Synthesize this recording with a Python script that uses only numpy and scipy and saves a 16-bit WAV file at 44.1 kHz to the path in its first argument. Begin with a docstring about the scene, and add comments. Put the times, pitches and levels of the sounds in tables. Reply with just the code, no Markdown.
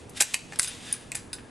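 """In a workshop, close by, a steel tape measure is slid along a metal pipe and hooked over its end.
Impacts make the thin blade rattle and clack, the hook ping and the hand-damped pipe ring briefly
in its modes. Sliding friction makes a scrape with a faint, sinking tone.
A fan hums behind it all, and the room adds a short reverberation."""
import sys
import numpy as np
from scipy import signal
from scipy.fft import rfft, irfft
from scipy.io import wavfile
from scipy.ndimage import uniform_filter1d

SR = 44100
rng = np.random.default_rng(int(sys.argv[2]) if len(sys.argv) > 2 else 0)


def digitize_waveform(pressure):
    """Quantize a signal to 16-bit integers and store it at the path in sys.argv[1].

    Rows of a 2-D input are taken as channels; values are limited to [-1, 1].
    """
    field = np.atleast_2d(pressure).T
    bounded = np.clip(field, -1, 1)
    quanta = np.round(bounded * 32767).astype(np.int16)
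    wavfile.write(sys.argv[1], SR, quanta)


N = 66150

# Knocks of blade and hook. Each row: start in seconds, energy in dB, rattle time constant in seconds,
# tilt in dB per octave, clack gain in dB, share of the energy in the first contact.
BLADE_KNOCKS = [(0.095, -27, 0.002, 6, -45, 0.1), (0.2026, -8, 0.0013, -1, -4, 0),
                (0.2049, -2, 0.0017, 1, -15, 0), (0.2072, 9.5, 0.0028, 0, -14, 0.034),
                (0.211, 12, 0.0059, 2.5, -5, 0.028), (0.221, 8, 0.00059, 9, -5.5, 0.64),
                (0.2226, 10, 0.0017, 5, 2.5, 0), (0.23, -9, 0.0029, -10, -7, .1),
                (0.3385, -5.5, 0.003, 0, -45, 0.12), (0.3422, 1, 0.0026, -2.5, 5.5, 0.11),
                (.3435, 5.5, 0.0038, 1, -2, 0.43), (.392, -17, 0.0018, -3, -48, 0.32),
                (.523, -20.5, 0.0067, -7, -19, 0.38), (0.532, -18, 0.009, -7, -21.5, 0),
                (0.559, -15.5, 0.0036, -6.5, -48, 0.23), (0.591, -3.5, 0.01, 3, -28, 0.1),
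                (0.5955, 5.5, 0.0022, -1.5, -14, 0.41), (0.5968, 1, 0.00052, -1.5, -30, 0),
                (0.618, 0, 0.012, 3, -19, 0), (0.63, 3, 0.012, 3, -21, 0.18),
                (0.645, -4, 0.0028, -1.5, -15.5, 0.31), (0.939, -13, 0.02, -5, -19.5, 0),
                (1.119, -17, 0.0045, -4, -8.5, 0), (1.148, -16.5, 0.0072, -5.5, -32, 0.36),
                (1.1522, -4, 0.0067, 9, -13.5, 0.029), (1.169, -14, 0.036, -4.5, -22, 0.16),
                (1.3312, -13, 0.019, -1.5, -22, 0.22), (1.384, -21.5, 0.011, -12.5, -30, 0)]
# Spectrum of a blade contact. Each row: frequency in Hz, relative level in dB.
BLADE_SPECTRUM = [(100, -29), (400, -26), (900, -5), (1600, -2), (3000, 1), (5000, 5), (6500, 4),
                  (8000, 9.5), (9500, 4), (11000, 0), (13000, -16)]
# Hollow modes of the curved blade. Each row: frequency in Hz, relative level in dB, T60 in seconds.
CLACK_MODES = [(1894, -4.5, 0.02), (2133, 1.5, 0.022), (2433, 4.5, 0.02), (2557, 2, 0.017),
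               (2862, -2.5, 0.029)]
def blade_knocks():
    """Impact excitation: a hard contact, a dense rattle, and a clack whose modes shift with flexing."""
    out, t = np.zeros(N), np.arange(SR // 10) / SR
    # The clack keeps to the range above about 1.5 kHz.
    low_cut = signal.butter(N=3, Wn=1550, btype="high", fs=SR, output="sos")
    for start, db, decay, tilt, clack_db, share in BLADE_KNOCKS:
        contact = click(BLADE_SPECTRUM, tilt)
        chatter = rng.standard_normal(len(t)) * np.exp(-t / decay)
        rattle = unit(signal.fftconvolve(chatter, contact))
        clack = signal.sosfilt(low_cut, ring(CLACK_MODES, spread=0.024))
        add(out, start, amp(db) * np.sqrt(share) * contact)
        add(out, start, amp(db) * np.sqrt(1 - share) * rattle)
        add(out, start, amp(clack_db) * clack)
    return out


# Pings of hook and blade tip. Each row: start in seconds, energy in dB, pitch in Hz, T60 in seconds.
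HOOK_PINGS = [(.2209, 5, 7970, 0.0013), (0.3446, -3.5, 8550, 0.0046), (0.5892, -2.5, 10000, 0.015),
              (.596, 5.5, 9580, 0.025), (0.604, -6, 9620, 0.041), (0.647, -9, 9500, 0.082),
              (0.68, -5.5, 9570, 0.052), (.691, -12, 9650, 0.033), (.9267, 4.5, 9604, 0.034),
              (1.1185, -8, 7980, 0.002), (1.152, -10.5, 7920, 0.022), (1.15, -10, 9970, 0.12),
              (1.3309, -8.5, 9880, 0.063), (1.3312, -16.5, 5040, 0.042)]
def hook_pings(waver_hz=114, chatter_s=0.0026, buzz_db=-20, buzz_times_longer=5.5):
    """Modulation: the loose hook chatters, so each ping flutters in pitch and breaks into a buzz."""
    out, t = np.zeros(N), np.arange(SR // 2) / SR
    for start, db, hz, t60 in HOOK_PINGS:
        pitch = hz + waver_hz * flutter(chatter_s, len(t))
        tone = np.sin(2 * np.pi * np.cumsum(pitch) / SR)
        log_decay = -np.log(1000) * t / t60
        buzz = amp(buzz_db) * flutter(chatter_s, len(t)) * np.exp(log_decay / buzz_times_longer)
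        add(out, start, amp(db) * unit(tone * (np.exp(log_decay) + buzz)))
    return out


# Blows on the pipe. Each row: start in seconds, energy in dB, tilt in dB per octave.
PIPE_BLOWS = [(.096, -24.5, 15), (.212, -1, -4.5), (.596, -1.5, 6.5), (.646, -7.5, 1), (.675, -7, 1.5),
              (.9267, -8, 7.5), (1.153, -15.5, -0.5), (1.3312, -11, -1.5)]
# Modes of the pipe. Each row: frequency in Hz, relative level in dB, T60 in seconds.
PIPE_MODES = [(1504, -5.5, 0.079), (2548, -6, 0.088), (3590, -1, 0.053), (3830, 1, 0.035),
              (4884, -2.5, 0.063), (5020, 2, 0.025), (6330, -1.5, 0.047), (8440, -4, 0.047),
              (10050, -4, 0.031), (11800, -12.5, 0.06)]
def pipe_rings():
    """Damped free vibration: each blow excites the pipe's modes, and the hand soon absorbs them."""
    out = np.zeros(N)
    for start, db, tilt in PIPE_BLOWS:
        add(out, start, amp(db) * ring(PIPE_MODES, tilt))
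    return out


# Dull pushes on the hand. Each row: start in seconds, energy in dB, time constant in seconds.
HAND_THUMPS = [(.211, -4.5, 0.00025), (.5959, -8.5, 0.00021), (0.5961, -15, 0.0027)]
def hand_thumps():
    """Critical damping: each push gives one pulse and a shallow undershoot, with no ringing."""
    out, t = np.zeros(N), np.arange(SR // 10) / SR
    for start, db, decay in HAND_THUMPS:
        add(out, start, amp(db) * unit((1 - t / decay) * np.exp(-t / decay)))
    return out


# Dull knocks within the hand-held bundle. Each row: start in seconds, energy in dB.
BUNDLE_BUMPS = [(.2046, -8.5), (.211, -3.5), (0.2151, -4.5), (.523, -16.5), (0.533, -21), (.596, -17),
                (1.153, -18)]
# Modes of the bundle. Each row: frequency in Hz, relative level in dB, T60 in seconds.
BUNDLE_MODES = [(430, -20, 0.0075), (820, 0.5, 0.014), (1090, -7.5, 0.0067), (1440, 0, 0.014),
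                (1776, 2.5, 0.039)]
def bundle_bumps():
    """Damped resonance: pipe, marker and blade knock together, and the grip shifts their modes."""
    out = np.zeros(N)
    for start, db in BUNDLE_BUMPS:
        add(out, start, amp(db) * ring(BUNDLE_MODES, spread=0.038))
    return out


# Strength of the sliding. Each row: time in seconds, level in dB.
SLIDE_LEVEL = [(0, -54.5), (.08, -67), (.13, -62), (0.161, -46), (0.174, -34), (.19, -44.5), (0.201, -37.5),
               (.24, -42.5), (.335, -43), (.37, -83), (.51, -55.5), (.585, -53), (.62, -44), (0.659, -38),
               (.72, -43.5), (.8, -51), (.845, -45), (0.922, -43.5), (0.971, -52.5), (1.5, -92)]
# Spectrum of one slip. Each row: frequency in Hz, relative level in dB.
SLIP_SPECTRUM = [(200, -21.5), (700, -6), (1300, -6.5), (1700, 1), (2900, 3), (4000, 0.5), (6000, -2.5),
                 (8500, -2.5), (11000, -7.5), (12500, -34)]
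def blade_slide(slips_per_s=9000, slip_spread_db=0.5, pipe_db=-9):
    """Stick-slip friction: tiny random slips of the blade make a scrape and weakly drive the pipe."""
    slips = rng.standard_normal(N) * (rng.random(N) < slips_per_s / SR)
    slips *= amp(-slip_spread_db * np.minimum(rng.exponential(1, N), np.pi))
    level_db = np.interp(np.arange(N) / SR, *np.transpose(SLIDE_LEVEL))
    drive = unit(slips) * np.sqrt(N) * amp(level_db)
    scrape = signal.fftconvolve(drive, click(SLIP_SPECTRUM))[:N]
    singing = signal.fftconvolve(drive, ring(PIPE_MODES))[:N]
    return scrape + amp(pipe_db) * singing


# Tone of the scraping blade. Each row: time in seconds, pitch in Hz, level in dB.
SCRAPE_GLIDE = [(0.802, 1850, -89), (.875, 1746, -54.5), (0.939, 1713, -53), (1.05, 1685, -66)]
def scrape_tone(flutter_s=0.0067):
    """Narrow-band noise: a faint, rough tone that sinks as the blade slides along."""
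    t = np.arange(N) / SR
    times, pitches, levels = np.transpose(SCRAPE_GLIDE)
    carrier = np.exp(2j * np.pi * np.cumsum(np.interp(t, times, pitches)) / SR)
    wobble = flutter(flutter_s, N) + 1j * flutter(flutter_s, N)
    return amp(np.interp(t, times, levels)) * (wobble * carrier).real


# Rush of fan and room air. Each row: frequency in Hz, relative spectral density in dB.
AIR_SPECTRUM = [(20, -7), (45, -3), (110, 2.5), (180, 1), (280, -0.5), (420, -4), (700, -9), (1200, -14),
                (2500, -19), (5000, -27), (10600, -26), (12000, -71)]
# Hum of the fan. Each row: frequency in Hz, level in dB.
HUM_TONES = [(113, -86), (253, -60), (479, -64)]
def fan(air_db=-48.5, waver_hz=2.596, waver_s=0.12):
    """Broadband plus tonal noise: a low rush of air under a few wavering hum lines."""
    out = amp(air_db) * np.sqrt(N) * unit(shaped(rng.standard_normal(N), AIR_SPECTRUM))
    for hz, db in HUM_TONES:
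        pitch = hz + waver_hz * flutter(waver_s, N)
        cycles = np.cumsum(pitch) / SR + rng.random()
        out += amp(db) * np.sqrt(2) * np.sin(2 * np.pi * cycles)
    return out


# Reverberation time of the workshop. Each row: frequency in Hz, T60 in seconds.
TAIL_T60 = [(200, 0.057), (1000, 0.23), (3000, 0.52), (7000, 0.44), (12000, 0.4)]
# Colour of the reverberant tail. Each row: frequency in Hz, relative gain in dB.
TAIL_COLOUR = [(100, -23), (500, 16.5), (2500, 1), (7000, 4.5), (11000, -5.5), (12500, -2)]
def workshop_echoes(x, early_db=-8.5, early_decay_s=0.01, tail_db=-16, tail_rise_s=0.0064):
    """Reverberation: early reflections off the bench and hands, then a diffuse exponential tail."""
    t = np.arange(N) / SR
    hz, frame_s, spectra = signal.stft(rng.standard_normal(N), SR, nperseg=256)
    decay = np.exp(-np.log(1000) * frame_s / read(TAIL_T60, hz)[:, None])
    tail = signal.istft(spectra * decay, SR)[1][:N]
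    tail = shaped(tail * np.minimum(t / tail_rise_s, 1), TAIL_COLOUR)
    reflections = rng.standard_normal(N) * (rng.random(N) < 0.08)
    early = reflections * np.exp(-t / early_decay_s) * (t > 0.002)
    response = amp(tail_db) * unit(tail) + amp(early_db) * unit(early)
    return signal.fftconvolve(x, response)[:N]


def ring(modes, tilt=0, spread=0):
    """Modal superposition: decaying sines, each detuned at random by up to the fraction `spread`."""
    t = np.arange(SR // 2) / SR
    out = np.zeros(len(t))
    for hz, db, t60 in modes:
        pitch = hz * (1 + spread * rng.uniform(-1, 1))
        gain = rng.choice([-1, 1]) * amp(db + tilt * np.log2(hz))
        out += gain * np.exp(-np.log(1000) * t / t60) * np.sin(2 * np.pi * pitch * t)
    return unit(out)


def click(spectrum, tilt=0, size=1024):
    """Minimum-phase impulse with a given spectrum, tilted in dB per octave from 2 to 10 kHz."""
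    hz = abs(np.fft.fftfreq(size, 1 / SR))
    log_gain = np.log(amp(read(spectrum, hz) + tilt * np.log2(np.clip(hz, 2000, 10000))))
    response = np.exp(np.conj(signal.hilbert(log_gain)))
    return unit(np.fft.ifft(response).real[:size // 2])


def flutter(seconds, size):
    """Moving average of noise: a random wobble with an rms of one."""
    return np.sqrt(size) * unit(uniform_filter1d(rng.standard_normal(size), max(round(seconds * SR), 1)))


def shaped(x, points, scale=1):
    """Zero-phase filtering by a dB table multiplied by `scale`."""
    return irfft(rfft(x) * amp(scale * read(points, np.fft.rfftfreq(N, 1 / SR))), N)


def read(points, hz):
    """Interpolation of a table on a log-frequency axis."""
    frequencies, values = np.transpose(points)
    return np.interp(np.log(hz + 1), np.log(frequencies + 1), values)


def add(mix, start, sound):
    """Superposition of a sound on the mix from `start` seconds."""
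    part = mix[max(round(start * SR), 0):][:len(sound)]
    part += sound[:len(part)]


def amp(db):
    """Decibels to amplitude ratio."""
    return 10 ** (np.asarray(db) / 20)


def unit(x):
    """Normalisation to an energy of one."""
    return x / np.sqrt(np.sum(x ** 2) + 1e-20)


# Stereo width. Each row: frequency in Hz, gain of the side signal in dB.
SIDE_GAIN = [(50, -12.5), (200, -11), (700, -2.5), (2300, -6.5), (3600, -3), (4600, -46), (12000, -43)]
# Lean to the left. Each row: frequency in Hz, gain in dB before each channel's own scale factor.
LEFT_LEAN = [(50, -1.6), (400, -0.72), (1400, 0.41), (2800, 1), (4500, 0)]
def scene():
    """Mid-side stereo: tape and pipe lie near the centre; decorrelated room and fan spread around."""
    near = blade_knocks() + hand_thumps() + bundle_bumps() + pipe_rings() + hook_pings()
    near += blade_slide() + scrape_tone()
    mid = near + workshop_echoes(near) + fan()
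    side = shaped(workshop_echoes(near) + fan(), SIDE_GAIN)
    left = shaped(mid + side, LEFT_LEAN, scale=0.33)
    right = shaped(mid - side, LEFT_LEAN, scale=-1.5)
    return np.array([left, right])


def record(dry, threshold_db=-25.5, ratio=2, attack_s=0.004, recovery_db_per_s=32, cutoff_hz=13100):
    """Dynamic compression: the gain dips after loud knocks and recovers; a low-pass limits the band."""
    pole = np.exp(-1 / (attack_s * SR))
    power = signal.lfilter([1 - pole], [1, -pole], (dry ** 2).mean(0))
    excess_db = np.maximum(10 * np.log10(power + 1e-12) - threshold_db, 0)
    recovery_db = np.arange(N) * recovery_db_per_s / SR
    dip_db = np.maximum.accumulate((1 - 1 / ratio) * excess_db + recovery_db) - recovery_db
    compressed = dry / amp(signal.lfilter([1 - pole], [1, -pole], dip_db))
    low_pass = signal.firwin(161, cutoff_hz, window=("kaiser", 8), fs=SR)
    return signal.oaconvolve(compressed, low_pass[None], "same")


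dry = scene()
out = record(dry)
digitize_waveform(out)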